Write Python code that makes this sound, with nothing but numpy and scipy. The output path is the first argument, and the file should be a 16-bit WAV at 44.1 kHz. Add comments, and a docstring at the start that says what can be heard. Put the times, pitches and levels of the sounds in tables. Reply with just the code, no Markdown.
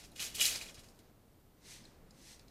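"""A low garage hum, microphone hiss and a thin wavering whine last throughout, made of shaped noise and a sine.
A steel tape blade at once flexes and rattles in two spurts: coloured noise, many short pings and ringing knocks.
Two soft low thuds of the case fall within the spurts, then the blade settles with small knocks.
Last it slides twice, softly, through the mouth of its plastic case, as resonant friction noise with a few knocks.
A faint garage echo follows every blade sound; both channels are alike."""
import sys
import numpy as np
from scipy import signal
from scipy.fft import rfft, irfft, next_fast_len
from scipy.io import wavfile
from scipy.ndimage import uniform_filter1d, map_coordinates

SR = 44100
rng = np.random.default_rng(int(sys.argv[2]) if len(sys.argv) > 2 else 0)


def magnitude_from_level(level_db):
    """Linear magnitude for a level in decibels (20 dB per decade)."""
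    exponent = np.asarray(level_db, float) / 20
    return 10 ** exponent


def master(y):
    """Save y as 16-bit WAV."""
    cut = np.clip(np.atleast_2d(y).T, -1, 1)
    pcm = np.round(cut * 32767)  # scale
    wavfile.write(sys.argv[1], SR, pcm.astype(np.int16))


N = 110250  # samples, 2.5 s
QUIET_TOP_HZ = 15100  # upper band limit of the two quiet noises, hiss and slide
CONTACT_ATTACK_S = 0.000296  # time constant of the onset of pings and knocks


def unit(x):
    """Normalisation: bring the effective (rms) value to 1."""
    return x / np.sqrt(np.mean(x ** 2) + 1e-20)


def along(points, hz):
    """Interpolation: read (Hz, value) points on a logarithmic frequency axis."""
    f, v = np.transpose(points)
    return np.interp(np.log(hz + 1), np.log(f + 1), v)


def curves(rows):
    """Envelopes: one value per sample for each column after the time."""
    s, *cols = np.transpose(rows)
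    return [np.interp(np.arange(N) / SR, s, c) for c in cols]


def wobble(rate):
    """Slow random fluctuation: a smooth curve through rate random knots a second."""
    knots = rng.standard_normal(int(N * rate / SR) + 4)
    return map_coordinates(knots, [np.arange(N) * rate / SR])


def filtered(x, response):
    """Linear filtering: the spectrum of x times a response of frequency."""
    m = next_fast_len(N + 8192)
    hz = np.fft.rfftfreq(m, 1 / SR)
    return irfft(rfft(x, m) * response(hz), m)[:N]


def resonance(hz, centre, width):
    """Damped resonance: the causal response of one mode, with its width in Hz."""
    return 1j * hz * width / (centre * centre - hz * hz + 1j * hz * width)


def rub(rows, response, flutter_db, patchy_db):
    """Friction: noise of fluctuating strength excites a body, then is made patchy, tilted and swelled."""
    level_db, tilt_db = curves(rows)
    t = np.arange(N) / SR
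    flutter = .35 * wobble(70) + wobble(400)
    grit = rng.standard_normal(N) * magnitude_from_level(flutter_db * flutter)
    hz, s, z = signal.stft(unit(filtered(grit, response)), SR, nperseg=256)
    # random gains, smoothed across frequency and then time
    patches = uniform_filter1d(rng.standard_normal(z.shape), size=2, axis=0)
    patches = unit(uniform_filter1d(patches, size=4, axis=1))
    tilt = np.log2((hz[:, None] + 200) / 5000) * np.interp(s, t, tilt_db)
    body = signal.istft(z * magnitude_from_level(patchy_db * patches + tilt), SR, nperseg=256)[1][:N]
    return body * magnitude_from_level(level_db) * (t >= rows[0][0]) * (t <= rows[-1][0])


# Swell of the garage hum. Each row: time in seconds, mean level in dB.
HUM_LEVEL = [(0, -60.5), (.5, -56.5), (.9, -60.5), (1.2, -64), (1.55, -65), (1.8, -60), (2.5, -62)]
# Spectrum of the hum before its band limits. Each row: frequency in Hz, relative density in dB per Hz.
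HUM_SPECTRUM = [(12, -26), (20, -1.5), (92, -6.5), (130, -6.5), (211, -8.5), (335, -12), (422, -13.5),
                (640, -17.5), (788, -19.5), (884, -21), (5000, -38.5), (6500, -70), (11000, -120)]


def hum():
    """Shaped noise: a low random hum of fixed spectrum swells slowly and wavers slightly."""
    def response(hz):
        return magnitude_from_level(along(HUM_SPECTRUM, hz)) * (hz > 12) / (1 + (hz / 5000) ** 4)
    noise = unit(filtered(rng.standard_normal(N), response))
    return noise * magnitude_from_level(curves(HUM_LEVEL)[0] + 0.31 * wobble(5.35))


# Spectrum of the hiss before its band limits. Each row: frequency in Hz, relative density in dB per Hz.
HISS_SPECTRUM = [(1180, -39), (2000, -7.5), (3810, -4.5), (4410, -4.5), (5800, -7.5), (14000, -8.5),
                 (15600, -13.5)]


def hiss():
    """Self-noise: the microphone adds steady random noise weighted to the treble."""
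    def response(hz):
        return magnitude_from_level(along(HISS_SPECTRUM, hz)) * hz / (hz + 1500) * (hz < QUIET_TOP_HZ)
    return magnitude_from_level(-77) * unit(filtered(rng.standard_normal(N), response))


def whine():
    """Frequency and amplitude modulation: a high sine wavers in pitch and level."""
    pitch_hz = 13717 + 6 * wobble(rate=20)
    level_db = -82.5 + 2 * wobble(rate=10)  # level of the sine's peak
    return np.sin(2 * np.pi * np.cumsum(pitch_hz) / SR) * magnitude_from_level(level_db)


# Decay of the garage echo. Each row: frequency in Hz, time to die by 60 dB in seconds.
GARAGE_DECAY = [(500, 3.4), (1200, 1.4), (2500, 0.48), (12000, .4)]


def garage(x):
    """Reverberation: walls and floor answer a little later, each frequency dying at its own speed."""
    hz, t, z = signal.stft(rng.standard_normal(SR // 2), SR, nperseg=256)
    decay = magnitude_from_level(-60 * t / along(GARAGE_DECAY, hz)[:, None])
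    tail = signal.istft(z * decay, SR, nperseg=256)[1]
    delayed = np.pad(x, (300, 0))  # samples, about 7 ms
    return signal.fftconvolve(delayed, tail / np.linalg.norm(tail))[:N]


# Low thuds of the case in the hand. Each row: start in seconds, initial amplitude in dB,
# frequency in Hz, time to die by 60 dB in seconds.
CASE_THUDS = [(.2, -59, 192, .15), (.41, -52, 47.6, 0.22)]


def thuds():
    """Damped oscillation: the case jolts in the hand, a soft low push."""
    t = np.arange(N) / SR
    out = np.zeros(N)
    for s, db, hz, t60 in CASE_THUDS:
        decay = magnitude_from_level(db - 60 * np.abs(t - s) / t60)
        out += decay * np.sin(2 * np.pi * hz * (t - s)) * (t > s)
    return out


# The blade sliding through the case mouth. Each row: time in seconds, level in dB,
# tilt in dB per octave about 5 kHz.
SLIDE_MOTION = [(1.57, -87.5, 0), (1.62, -71.5, -0.5), (1.66, -59.5, 0), (1.72, -53, 1), (1.77, -57.5, 0),
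                (1.82, -66, -1.5), (1.88, -67.5, -2), (1.95, -76.5, -2), (2.05, -89, -4.5), (2.13, -75, 0),
                (2.2, -65, 0), (2.26, -59.5, 1), (2.31, -56.5, 1), (2.345, -59.5, 1), (2.385, -70, 0),
                (2.41, -68.5, -2), (2.46, -81, -1), (2.5, -71, -4)]
# Spectrum of the scrape before the mouth. Each row: frequency in Hz, relative density in dB per Hz.
SLIDE_SPECTRUM = [(530, -23), (900, -1.5), (1120, -14.5), (1840, -3.5), (2930, -4), (3950, -2.5),
                  (6070, -1.5), (10000, -8), (15600, -18.5)]
# Resonances of the case mouth. Each row: frequency in Hz, width in Hz, relative strength in dB.
MOUTH_MODES = [(2060, 940, 2.5), (4230, 680, 1), (6000, 880, -3), (8500, 370, 1.5), (10130, 690, -2)]


def slide():
    """Friction through resonators: the blade scrapes the case mouth, whose modes colour the noise."""
    def response(hz):
        modes = sum(magnitude_from_level(db) * abs(resonance(hz, c, w)) for c, w, db in MOUTH_MODES)
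        return magnitude_from_level(along(SLIDE_SPECTRUM, hz)) * (1 + 0.73 * modes) * (hz < QUIET_TOP_HZ)
    return rub(SLIDE_MOTION, response, flutter_db=0.6, patchy_db=1.0)


# Rattle of the loose blade. Each row: time in seconds, level in dB before the trim in scene(),
# tilt in dB per octave about 5 kHz. The chatter follows the level column alone.
RATTLE_MOTION = [(0, -55.5, -1.5), (.03, -59.5, -3.5), (.05, -54.5, -1.5), (.075, -68.5, 2),
                 (.11, -71.5, -3), (.154, -68, 0), (.16, -55.5, 0), (.192, -51, -1.5), (.2, -41.5, -0.5),
                 (.225, -39, 0), (.27, -44, 0), (.29, -50.5, -0.5), (.34, -59, -2.5), (.352, -42.5, 4),
                 (.378, -45, 0), (.4, -38, -2), (.41, -31, 2), (.422, -30.5, 1.5), (.438, -33, 1),
                 (.46, -31.5, 2), (.5, -37, 0.5), (.545, -42, -1.5), (.57, -42.5, -2), (.6, -54, -1),
                 (.609, -50, -2.5), (.625, -45.5, -1.5), (.645, -53.5, -2), (.66, -55, -1.5),
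                 (.68, -56.5, -1.5), (.697, -54, -3.5), (.735, -67, 1), (.75, -60.5, 2), (.775, -60.5, -5),
                 (.795, -57.5, 0), (.825, -68, -1), (.845, -63, -1), (.88, -70, 0), (.895, -67.5, 3),
                 (.93, -75, -1), (.985, -76, 2), (.995, -67, 0), (1.02, -77, -4.5), (1.1, -78.5, -7)]
# Spectrum of the clatter before the modes. Each row: frequency in Hz, relative density in dB per Hz.
RATTLE_SPECTRUM = [(180, -47.5), (300, -14), (757, -12.5), (986, -16.5), (2180, -5.5), (5680, -3.5),
                   (7040, -4), (11200, -8.5), (13900, -14), (15600, -25.5)]
# What the blade rings with. Each row: frequency in Hz, relative level in dB,
# time to die by 60 dB in seconds. Rattle and chatter use the frequencies, the knocks every column.
BLADE_MODES = [(2472, -1, 0.018), (2934, -2, 0.026), (3350, -3.5, .03), (3885, -2, 0.035),
               (4130, 1.5, 0.03), (4600, 1, 0.024), (5050, -2.5, 0.04), (5500, -4, 0.014),
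               (6170, -4.5, .03), (6680, -1.5, 0.034), (7270, -1.5, .03), (8600, -5.5, .025),
               (10800, -1, .025), (12100, -4.5, .02)]


def rattle():
    """Modal excitation by noise: dense small contacts shake the blade's modes above a broad clatter."""
    def response(hz):
        modes = abs(sum(resonance(hz, c, 46) for c, db, t60 in BLADE_MODES))
        return magnitude_from_level(along(RATTLE_SPECTRUM, hz)) * (4.5 + 1.6 * modes)
    return rub(RATTLE_MOTION, response, flutter_db=1.0, patchy_db=0.98)


def chatter():
    """Random impacts: small contacts inside the rattle, each a short ping near one blade mode."""
    contacts_per_s, t60_s, detune = 700, 0.0279, .03  # detune: largest fraction of the frequency
    below_rattle_db, scatter_db = 5.5, 1.5
    span_s, t = RATTLE_MOTION[-1][0], np.arange(SR // 25) / SR
    draw = rng.random((int(contacts_per_s * span_s), 4))
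    start = (draw[:, 0] * span_s * SR).astype(int)
    mode = (draw[:, 1] * len(BLADE_MODES)).astype(int)
    hz = np.array(BLADE_MODES)[mode, 0] * (1 + detune * (2 * draw[:, 2] - 1))
    db = curves(RATTLE_MOTION)[0][start] - below_rattle_db
    db = db - scatter_db * np.log(draw[:, 3] + 1e-3)
    db = db - (hz / 4500) ** 2  # higher pings are weaker
    pings = magnitude_from_level(db[:, None] - 60 * t / t60_s) * np.sin(2 * np.pi * hz[:, None] * t)
    pings = pings * (1 - np.exp(-t / CONTACT_ATTACK_S))
    places = start[:, None] + np.arange(len(t))
    return np.bincount(places.ravel(), pings.ravel(), N + SR)[:N]


# Knocks of the blade. Each row: start in seconds, nominal level in dB before the band limits,
# pitch struck most in Hz, spread of rung modes in octaves (at least 0.05), share of broad crack from 0 to 1.
BLADE_KNOCKS = [(.0398, -59, 9400, 0.5, .3), (.1172, -47, 10800, 0.15, 0.32), (.119, -54, 3900, .15, .1),
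                (.162, -40, 3130, 0.18, 0.28), (.1945, -29, 2500, 0.35, 0.16),
                (.2016, -29.5, 3470, 0.77, .3), (.218, -37.5, 10500, .3, .2), (.3461, -38, 8700, .6, 0.55),
                (.3455, -42, 3000, 0.11, .1), (.3524, -38.5, 4840, .15, .2), (.384, -30, 2920, 0.16, 0.24),
                (.3975, -23, 3070, .2, .15), (.412, -15, 2790, .2, 0.14), (.4145, -16.5, 2686, 0.16, 0.32),
                (.4215, -25, 2996, 0.16, .2), (.426, -18.5, 6900, 0.14, .2),
                (.4402, -23.5, 3000, .15, 0.11), (.4464, -23.5, 2500, 0.23, 0.11),
                (.4544, -19.5, 4600, 0.61, 0.35), (.4624, -20, 7500, .3, 0.305),
                (.4862, -25, 2450, 0.17, 0.084), (.5575, -27.5, 5440, 0.22, .15),
                (.612, -31, 2450, 0.18, 0.087), (.618, -40, 4600, 0.14, 0.11),
                (.6648, -40.5, 2450, 0.14, .1), (.6858, -39.5, 3350, 0.088, .1), (.6954, -45, 7500, .3, .3),
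                (.7445, -42, 6000, 0.88, 0.46), (.752, -48, 5050, .1, .1), (.7791, -52, 2500, .3, .2),
                (.7934, -46, 6900, 0.81, .4), (.835, -53, 6000, .6, 0.51), (.8424, -55, 7000, 0.58, 0.44),
                (.8864, -52.5, 5030, 0.27, .3), (.8944, -61, 6900, 0.53, .4), (.9574, -60, 5500, .5, 0.45),
                (.9901, -48, 5460, 1.02, 0.69), (.9974, -55, 6000, .7, 0.44),
                (1.8396, -52, 5070, 0.074, .1), (1.853, -44.5, 4130, .1, 0.37), (2.1074, -51, 8500, .5, .3),
                (2.108, -51.5, 5100, .2, .2), (2.328, -58.5, 4130, 0.064, .1),
                (2.3943, -46, 4800, 0.45, 0.53), (2.4816, -51, 5030, 0.34, 0.34)]


def knocks():
    """Modal impact: each knock rings the modes near its pitch and adds a short broad crack."""
    crack_t60_s, lowest_hz = .015, 1680
    out, t = np.zeros(N + SR), np.arange(SR // 10) / SR
    hz, level_db, t60 = np.transpose(BLADE_MODES)[:, :, None]
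    for s, db, pitch, spread, share in BLADE_KNOCKS:
        near = np.exp(-.5 * (np.log2(hz / pitch) / max(spread, .05)) ** 2)
        size = near * magnitude_from_level(level_db + 1.1 * rng.standard_normal(hz.shape))
        waves = np.sin(2 * np.pi * (hz * t + rng.random(hz.shape)))
        tone = np.sum(size * magnitude_from_level(-60 * t / t60) * waves, axis=0) / np.sqrt(np.sum(near ** 2))
        crack = rng.standard_normal(len(t)) * magnitude_from_level(-60 * t / crack_t60_s)
        share = np.clip(share, 0, 1)
        knock = (1 - share) * tone + share * crack
        out[round(s * SR):][:len(t)] += magnitude_from_level(db) * knock * (1 - np.exp(-t / CONTACT_ATTACK_S))

    def response(f):
        high_pass = (f * f / (f * f - lowest_hz ** 2 - 1.3j * f * lowest_hz)) ** 2
        return high_pass / (1 + (f / 12000) ** 8)
    return filtered(out[:N], response)


def scene():
    """Superposition: the blade, its garage echo, the thuds and the background, alike in both channels."""
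    tape = magnitude_from_level(-0.5) * rattle() + chatter() + slide() + knocks()
    echo = magnitude_from_level(-15) * garage(tape)
    background = hum() + hiss() + whine()
    return np.tile(tape + echo + thuds() + background, (2, 1))


def top_cut(x):
    """Nothing passes above the cut-off."""
    return signal.sosfilt(signal.butter(12, 15720, fs=SR, output="sos"), x)


def record(dry):
    """Transmission: the finished mix passes through the last stage of the chain."""
    return top_cut(dry)


dry = scene()
out = record(dry)
master(out)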